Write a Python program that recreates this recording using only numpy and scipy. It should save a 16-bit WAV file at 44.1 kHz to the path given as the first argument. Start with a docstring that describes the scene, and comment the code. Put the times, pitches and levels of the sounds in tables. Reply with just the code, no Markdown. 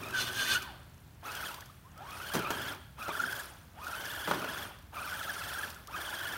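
"""Radio-controlled truck in a mud puddle

On a lawn, some metres from a single microphone, the truck rocks back and forth through the mud.
Its gears whine in seven bursts and flutter as the drive shafts turn; the tyres churn and fling wet mud,
and the chassis bumps a second truck. Early on a rasping squeal carries round the yard."""
import sys
import numpy as np
from scipy import signal
from scipy.fft import rfft, irfft
from scipy.io import wavfile
from scipy.ndimage import uniform_filter1d

SR = 44100
rng = np.random.default_rng(int(sys.argv[2]) if len(sys.argv) > 2 else 0)


def master(y):
    """Save y as 16-bit WAV."""
    cut = np.clip(np.atleast_2d(y).T, -1, 1)
    pcm = np.round(cut * 32767)  # scale
    wavfile.write(sys.argv[1], SR, pcm.astype(np.int16))


N = 280917
TIME = np.arange(N) / SR
BAND_LIMIT_HZ = 15850


def amp(db):
    return 10 ** (np.asarray(db) / 20)


def unit(x):
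    return x / np.sqrt(np.mean(x ** 2) + 1e-20)


def read(points, hz):
    """A spectrum joined by straight lines on a log-frequency axis."""
    f, value = np.transpose(points)
    return np.interp(np.log(hz + 1), np.log(np.sort(f) + 1), value)


def colour(x, points):
    """Gives x a spectrum and an rms of 1."""
    return unit(irfft(rfft(x) * amp(read(points, np.fft.rfftfreq(N, 1 / SR))), N))


def resonances(x, modes):
    """Passes x through resonances: pitch_hz, width_hz, level_db."""
    f = np.fft.rfftfreq(N, 1 / SR)
    response = sum(amp(db) / np.sqrt(width) / (1 + 2j * (f - hz) / width) for hz, width, db in modes)
    return unit(irfft(rfft(x) * response, N))


def wander(hz):
    """Smooth chance, up to about hz changes a second."""
    f = np.fft.rfftfreq(N, 1 / SR)
    return unit(irfft(rfft(rng.standard_normal(N)) * np.exp(-(f / hz) ** 2), N))


def patchy_noise(depth_db):
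    """Noise with random patches of level, some 15 ms by 400 Hz."""
    z = signal.stft(rng.standard_normal(N), nperseg=512, noverlap=384)[2]
    field = uniform_filter1d(uniform_filter1d(rng.standard_normal(z.shape), 5, 0), 5, 1)
    return signal.istft(z * amp(depth_db * unit(field)), nperseg=512, noverlap=384)[1][:N]


def lag(x, seconds):
    """Follows x sluggishly."""
    keep = np.exp(-1 / (seconds * SR))
    return signal.lfilter([1 - keep], [1, -keep], x)


def swells(rows):
    """Sums bell-shaped swells: time_s, half_length_s, height."""
    return sum(height * np.exp(-((TIME - s) / length) ** 2) for s, length, height in rows)


def add(mix, s, sound):
    part = mix[max(round(s * SR), 0):][:len(sound)]
    part += sound[:len(part)]


def grains(per_s, low_hz, high_hz, cycles, spread_db, count=28):
    """Tiny bursting bubbles: short rising pings of many pitches and sizes."""
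    t, out = np.arange(900) / SR, np.zeros(N)
    for hz in np.geomspace(low_hz, min(high_hz, BAND_LIMIT_HZ), count):
        pops = rng.random(N) < per_s / count / SR
        sizes = amp(spread_db * np.minimum(rng.exponential(1, N), 3.5))
        ping = np.sin(2 * np.pi * hz * t * (1 + 8 * t)) * np.exp(-t * hz / cycles)
        out += signal.oaconvolve(pops * sizes, ping * np.sqrt(hz))[:N]
    return unit(out)


# open air over the lawn: frequency_hz, density_db
AIR_SPECTRUM = [(15, -45), (25, -27), (40, -11), (60, -2), (85, 0), (130, -4), (220, -13), (450, -23),
                (950, -23), (1500, -25), (2500, -30), (4500, -35), (7800, -38), (11000, -36),
                (15500, -34.5)]


def air(level_db=-54.5):
    """Low outdoor rumble under a faint even hiss, all round the microphone."""
    return amp(level_db + 0.15 * wander(18)) * colour(rng.standard_normal(N), AIR_SPECTRUM)


# how long the yard rings: frequency_hz, t60_s
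YARD_DECAY = [(200, .5), (1500, .65), (3000, .75), (4500, .85), (5200, .35), (15000, .2)]


def yard(x):
    """Fence and hedge scatter a thin tail back to the microphone, the high treble dying first."""
    echoes = rng.standard_normal(SR) * (rng.random(SR) < .05) * (np.arange(SR) > 600)
    hz, t, z = signal.stft(echoes, SR, nperseg=256)
    tail = signal.istft(z * amp(-60 * t / read(YARD_DECAY, hz)[:, None]), SR, nperseg=256)[1]
    return signal.fftconvolve(x, tail / np.linalg.norm(tail))[:N]


# a splat of wet mud: frequency_hz, density_db
SPLAT_SPECTRUM = [(500, -22), (2500, 1.5), (6000, 4), (8000, -2.5), (15000, -0.5)]
# the largest spits of mud: time_s, level_db
MUD_SPITS = [(.622, -39), (1.351, -35), (1.543, -37.5), (1.607, -42.5), (3.325, -37), (5.702, -41),
             (5.745, -44.5), (5.873, -43)]
# bubbles in the ruts: start_s, from_hz, to_hz, length_s, level_db
RUT_BUBBLES = [(1.577, 846, 1300, 0.019, -44), (1.615, 1150, 2126, 0.019, -47),
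               (1.695, 1040, 1390, 0.012, -46), (1.831, 880, 1214, 0.068, -53.5),
               (1.944, 1173, 1477, 0.096, -50), (5.752, 1737, 1138, 0.029, -46),
               (5.874, 1000, 1520, .028, -44)]


def puddle(speed, small_spits_per_s=6, small_spit_db=-41.5, spit_decay_s=0.004):
    """Draining water ticks faintly, mud spits, some of it thrown at random by the wheels; bubbles glide."""
    out = amp(-75) * grains(per_s=120, low_hz=2500, high_hz=14000, cycles=4, spread_db=3)
    spray, t = colour(rng.standard_normal(N), SPLAT_SPECTRUM), np.arange(900) / SR
    spits = amp(small_spit_db) * speed * (rng.random(N) < small_spits_per_s / SR)
    for s, db in MUD_SPITS:
        add(spits, s, amp([db]))
    out += spray * signal.oaconvolve(spits, np.exp(-t / spit_decay_s))[:N]
    for s, from_hz, to_hz, length, db in RUT_BUBBLES:
        hz = np.linspace(from_hz, to_hz, int(length * SR))
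        add(out, s, amp(db) * np.sin(2 * np.pi * np.cumsum(hz) / SR) * np.hanning(len(hz)))
    return out


def shove(start, end, attack_s=0.013, settle_s=0.86, release_s=.05):
    """Pressure on the tyres: builds quickly, settles, lets go."""
    t = np.maximum(TIME - start, 0)
    return np.minimum(t / attack_s, 1) * np.exp(-t / settle_s - np.maximum(TIME - end, 0) / release_s)


# tyres shove against the second truck or out of a rut: start_s, end_s, drumming_db, extra_churn_db
TYRE_SHOVES = [(-.05, 0.694, -47.5, -3), (2.35, 2.74, -49.5, 5), (3.166, 3.333, -54, 2.5),
               (4.276, 4.68, -50.5, 3.5)]
# ring of the hollow tyres: pitch_hz, width_hz, level_db
TYRE_MODES = [(126, 20, 1.5), (190, 71, -4.5), (255, 30, 1.5), (367, 37, 0.5)]


def drumming():
    """Tread blocks beat the hollow tyres during each shove."""
    tread = colour(rng.standard_normal(N), [(20, -40), (110, 0), (400, 0), (1500, -40)])
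    level = sum(amp(db) * shove(start, end) for start, end, db, _ in TYRE_SHOVES)
    return level * resonances(tread, TYRE_MODES)


# mud stirred by the tyres: frequency_hz, density_db
CHURN_SPECTRUM = [(20, -50), (60, -36), (150, -5.5), (300, -1.5), (430, -6), (600, 0), (1000, 1), (1400, 4),
                  (1750, -1.5), (2000, -5), (3300, -6), (4000, -18), (9000, -31.5)]
# ring of the chassis: pitch_hz, level_db, t60_s
CHASSIS_MODES = [(165, -22, 0.068), (257, -9, 0.062), (339, -5, 0.057), (370, -15, 0.3), (418.7, -3, 0.29),
                 (583, 2, 0.067), (640, 1, 0.042), (704, -8, 0.054), (843, 3, 0.063), (943, 0, 0.16),
                 (1210, -27, .05), (1360, -5, 0.054)]


def churn(effort, churn_db, db_per_doubling=7.5, settle_s=0.088):
    """Tyres slosh through mud, harder in most shoves, while small knocks rattle the loose chassis."""
    stirred = amp(churn_db + db_per_doubling * np.log2(effort))
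    settling = amp(-18.5) * np.sqrt(lag(stirred ** 2, settle_s))
    pressed_db = sum(db * shove(start, end) for start, end, _, db in TYRE_SHOVES)
    level = np.hypot(stirred, settling) * amp(pressed_db)
    slosh = unit(patchy_noise(depth_db=4))
    plops = grains(per_s=600, low_hz=304.2, high_hz=3460, cycles=7.2, spread_db=2.5)
    knocks = rng.standard_normal(N) * (rng.random(N) < 400 / SR)
    rattle = resonances(knocks, [(hz, 22, db) for hz, db, _ in CHASSIS_MODES])
    return level * (colour(slosh + amp(-11.5) * plops, CHURN_SPECTRUM) + amp(-9) * rattle)


# thud of the wheels and clack of the chassis: frequency_hz, density_db
THUD_SPECTRUM = [(20, -50), (50, -24), (90, -11), (170, -2), (350, 0), (550, -10), (1200, -30), (4000, -60)]
CLACK_SPECTRUM = [(30, -55), (100, -28), (400, -5), (650, 0), (1400, 0), (2000, -8), (3200, -13),
                  (6000, -26), (15000, -40)]
# bumps out in the puddle: start_s, thud_db, clack_db, splat_db, decay_s
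TRUCK_BUMPS = [(2.336, -47, -37, -35, 0.014), (2.3443, -31, -37, -37.5, 0.0061),
               (2.353, -32, -33, -36.5, 0.013), (2.366, -39, -37, -48, 0.0076),
               (2.392, -31, -45, -38, 0.0052), (2.5048, -40, -28.5, -35, 0.012),
               (3.082, -45, -36.5, -44, 0.0089), (3.091, -51, -35.5, -61, .008),
               (4.274, -38, -33, -44.5, 0.052), (4.3114, -43, -25, -46, 0.0076),
               (4.336, -48, -39, -56, 0.014), (4.444, -58, -34.5, -47, 0.0073)]


def bumps():
    """Each bump is a thud of the wheels, a clack that rings the chassis, and a splat of mud."""
    t, out = np.arange(SR // 4) / SR, np.zeros(N)
    thud, clack, splat = (colour(rng.standard_normal(N), spectrum)
                          for spectrum in (THUD_SPECTRUM, CLACK_SPECTRUM, SPLAT_SPECTRUM))
    for s, thud_db, clack_db, splat_db, decay in TRUCK_BUMPS:
        here = slice(round(s * SR), round(s * SR) + len(t))
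        fall = np.exp(-t / decay)
        ring = sum(amp(db - 60 * t / t60) * np.sin(2 * np.pi * (hz * t + rng.random()))
                   for hz, db, t60 in CHASSIS_MODES) / 2
        wheels = amp(thud_db) * thud[here] * np.exp(-t / (1.83 * decay)) * (1 - np.exp(-t / 0.0017))
        chassis = amp(clack_db) * (clack[here] * fall + amp(-5) * ring)
        mud = amp(splat_db) * splat[here] * fall
        add(out, s, wheels + chassis + mud)
    return out


# the squeal's two stretches, a curve each: time_s, pitch_hz, tone_db, rasp_db
SQUEAL_CURVES = [
    [(0.12, 1602, -45, -65), (0.152, 1546, -31.5, -43), (0.188, 1488, -32, -35), (0.214, 1550, -37, -32.5),
     (0.258, 1494, -51, -43), (0.27, 1455, -47, -40), (0.286, 1533, -37.5, -41), (0.3, 1466, -41, -46),
     (0.31, 1513, -48, -58)],
    [(0.34, 1580, -48, -44.5), (0.398, 1598, -36, -35), (0.426, 1558, -32.5, -34.5),
     (0.454, 1499, -48, -37), (0.466, 1532, -44, -36.5), (0.518, 1559, -29.5, -30), (0.536, 1560, -38, -29),
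     (0.554, 1472, -28.5, -33), (0.585, 1461, -33, -47)],
]
# its tone: harmonic_number, level_db
SQUEAL_HARMONICS = [(1, 3.5), (2, -5), (3, -12), (4, -42)]
# its rasp: frequency_hz, density_db
RASP_SPECTRUM = [(500, -11), (1150, -22), (1600, 5.5), (2100, -8), (3000, 3), (3550, -1), (3800, -7.5),
                 (4200, -1.5), (6400, -4), (7400, -15), (8500, -9.5), (10300, -12.5), (12000, -9),
                 (15500, -20)]
# ringing inside the rasp: pitch_hz, width_hz, level_db
RASP_MODES = [(1204, 81, 2.5), (2520, 93, 0.5), (2970, 70, 5.5), (3500, 55, 2.5), (3560, 82, 4),
              (4060, 25, -0.5), (4010, 33, -6), (4140, 26, -4), (4320, 50, -8), (5140, 90, -12),
              (6200, 37, -1.5), (6850, 81, -8), (8330, 97, -5.5)]


def squeal(jitter_rad=.2):
    """A shrill tone that breaks up twice into a harsh, ringing rasp and hangs on faintly in the yard."""
    times, *columns = np.vstack(SQUEAL_CURVES).T
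    hz, tone_db, rasp_db = (np.interp(TIME, times, column) for column in columns)
    start, end = times[0], times[-1]
    sounding = np.clip(np.minimum(TIME - start, end - TIME) / 0.0076, 0, 1)
    phase = 2 * np.pi * np.cumsum(hz * (1 + .016 * wander(100))) / SR + jitter_rad * wander(400)
    harder = np.clip(TIME / end, .3, 1)  # the overtones grow towards the end
    tone = sum(amp(db) * np.cos(k * phase) * (harder if k > 1 else 1) for k, db in SQUEAL_HARMONICS)
    tone = sounding * amp(tone_db) * unit(tone * (1 + .24 * wander(160)))
    scrape = patchy_noise(depth_db=3.5) * (1 + 0.51 * np.cos(phase)) * amp(wander(280))
    ringing = resonances(rng.standard_normal(N), RASP_MODES)
    rasp = sounding * amp(rasp_db) * unit(colour(scrape, RASP_SPECTRUM) + ringing)
    return tone + rasp + yard(amp(-17.5) * tone + amp(-20) * rasp)


# bursts of throttle: start_s, cut_s, run_up_s, coast_s, top_mesh_hz, whine_db,
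# coasting_change_db, overtone_boost_db, churn_db, falling_spray_db
THROTTLE_BURSTS = [(-.3, .555, .15, .19, 1647, -47.5, 1.5, 7.5, -46, -10),
                   (1.208, 1.49, 0.027, .13, 1586, -43, -12, 3.5, -47, -6),
                   (1.781, 2.705, 0.29, 0.077, 1629, -41.5, -7, 4, -47.5, -12),
                   (2.958, 3.405, .022, .15, 1612, -41, -15, 0, -49.5, -7),
                   (3.669, 4.63, .135, .12, 1619, -41.5, -9.5, 2, -47.5, -12),
                   (4.902, 5.645, .032, .13, 1563, -41, -18, 0.5, -48, -5.5),
                   (5.829, 6.345, 0.085, 0.11, 1625, -41.5, -2, 4, -46, -9)]


def throttle(coast_shape=1.3):
    """The motor's effort as a share of the top (run-up, hold, coast) and the burst that is driving."""
    efforts = []
    for start, cut, run_up, coast, *_ in THROTTLE_BURSTS:
        rise = 1 - np.exp(-(np.maximum(TIME - start, 0) / run_up) ** 2)
        fall = np.exp(-(np.maximum(TIME - cut, 0) / coast) ** coast_shape)  # wheels roll on, then slow
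        efforts.append(rise * fall)
    return np.maximum(np.max(efforts, 0), 1e-3), np.argmax(efforts, 0)


# flutter of the drive shafts in each burst: sag_time_s, rate_hz, depth_share
SHAFT_FLUTTERS = [(.303, 22.5, .06), (1.345, 20.3, .11), (2.253, 19.7, .07), (3.2, 22, .085),
                  (4.135, 20.9, .08), (5.321, 20.7, .125), (6.262, 22.5, .08)]


def shaft_flutter(mesh_hz, burst):
    """The whine's pitch sags and springs back quickly, over and over, most at full speed."""
    sag_time_s, rate_hz, depth = np.array(SHAFT_FLUTTERS)[burst].T
    angle = 2 * np.pi * rate_hz * (TIME - sag_time_s) + .35 * wander(15)
    flutter = -(.2 + np.cos(angle) + .25 * np.sin(2 * angle)) * np.clip((mesh_hz - 900) / 600, 0, 1)
    grip = 1 + .3 * wander(18)
    return mesh_hz * (1 + depth * grip * flutter + .012 * wander(95)), flutter


# gritty gears and flung water: frequency_hz, density_db
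HISS_SPECTRUM = [(700, -21), (1500, 8.5), (2000, 3.5), (2900, -2), (3400, 4), (3800, -1), (5500, 1.5),
                 (7700, -4.5), (9400, 3), (10400, -3), (11500, 0.5), (15500, 1)]


def gear_hiss(mesh_hz, flutter, speed, spray_db, db_per_doubling=18, spray_fall_s=0.067, teeth=11):
    """Gritty teeth rasp once a motor turn; flung water fizzes, squelches and falls back late."""
    flung = amp(-46.5 + db_per_doubling * np.log2(speed))
    level = np.sqrt(flung ** 2 + lag((flung * amp(spray_db)) ** 2, spray_fall_s))
    turn = 2 * np.pi * np.cumsum(mesh_hz) / SR / teeth
    scrape = unit(patchy_noise(depth_db=3.5)) * (1 + 0.085 * np.cos(turn))
    fizz = grains(per_s=700, low_hz=3030, high_hz=14800, cycles=1.2, spread_db=2.5)
    squelch = grains(per_s=260, low_hz=2500, high_hz=13000, cycles=22, spread_db=3.5, count=40)
    return level * amp(2 * flutter) * colour(scrape + amp(-5.5) * fizz + .5 * squelch, HISS_SPECTRUM)


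# gear tones through the plastic shell, on their way to the microphone: frequency_hz, gain_db
SHELL_RESPONSE = [(400, -20), (800, 7.5), (1130, 1), (1280, 2), (1600, -1), (1750, 0.5), (1950, -15),
                  (2480, -2), (2750, -16.5), (3150, -7.5), (3480, -6), (3800, -16.5), (6000, -26),
                  (12000, -41.5)]
# the whine's lowest tone flares briefly as the shell rings: time_s, half_length_s, boost_db
SHELL_FLARES = [(1.432, 0.0063, 6), (3.155, 0.0055, 10), (3.202, 0.0086, 13.5), (3.240, 0.0061, 14),
                (3.283, .012, 8), (3.334, 0.0093, 10), (3.868, 0.0062, 11), (4.956, 0.0053, 1.5),
                (5.12, 0.011, 7.5), (5.216, 0.0077, 7), (5.303, 0.01, 13.5), (5.592, .012, 7),
                (5.641, 0.011, 5), (5.965, 0.02, 7.5)]


def gear_whine(mesh_hz, effort, whine_db, bite_db, jitter_rad=0.16, teeth=11):
    """Tooth impacts give a stack of tones that catch and slacken; an off-centre pinion adds sidebands."""
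    level = amp(whine_db + 11 * np.log2(effort))
    bite = amp(bite_db + 9 * np.log2(effort))  # overtones grow faster under load
    phase = 2 * np.pi * np.cumsum(mesh_hz) / SR
    slack_phase = phase + jitter_rad * wander(340)
    tones = np.zeros(N)
    for k in range(1, 9):
        contact = unit(amp(3.4 * np.tanh(wander(55))) * (1 + 0.38 * wander(200)))
        boost = bite if k > 1 else amp(swells(SHELL_FLARES))
        tones += amp(read(SHELL_RESPONSE, k * mesh_hz)) * np.cos(k * slack_phase) * contact * boost
    pinion = 1 + 0.1 * np.cos(phase / teeth) + 0.1 * np.cos(2 * phase / teeth + wander(22))
    idler = amp(-22.5) * np.cos(slack_phase / 2) * wander(74)  # a slower gear, an octave below
    return level * (tones * pinion + idler)


# the wheels bog down and the motor labours: time_s, half_length_s, speed_lost_share
MUD_DRAGS = [(.06, .14, .22), (1.27, .09, 0.15), (2.46, .06, .22), (3.0, .07, .19), (3.1, .03, .2),
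             (3.94, .07, .07), (4.43, .05, 0.15), (4.98, .1, 0.14)]


def truck(take_up_s=0.0093, unload_s=0.037):
    """The truck, some metres off: the throttle sets the motor's effort and mud drags its speed down."""
    effort, burst = throttle()
    settings = np.array(THROTTLE_BURSTS)[burst].T
    _, cut, _, _, top_hz, whine_db, coasting_db, bite_db, churn_db, spray_db = settings
    speed = effort * (1 - swells(MUD_DRAGS))
    mesh_hz, flutter = shaft_flutter(top_hz * speed, burst)
    load = lag(effort, take_up_s)  # the teeth take up their load a moment late
    unloaded = np.clip((TIME - cut) / unload_s, 0, 1)  # and shed it once the power is cut
    whine = gear_whine(mesh_hz, load, whine_db + coasting_db * unloaded, bite_db)
    hiss = gear_hiss(mesh_hz, flutter, speed, spray_db)
    return whine + hiss + churn(effort, churn_db) + drumming() + bumps() + puddle(speed)


def scene():
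    """At the microphone: the truck, its faint echo off the yard, the squeal and the open air."""
    direct = truck()
    return (direct + amp(-16.5) * yard(direct) + squeal() + air())[None]


def record(dry):
    """The recorder's band limit."""
    lowpass = signal.firwin(511, BAND_LIMIT_HZ, window=("kaiser", 9), fs=SR)
    return signal.oaconvolve(dry, lowpass[None], "same")


dry = scene()
out = record(dry)
master(out)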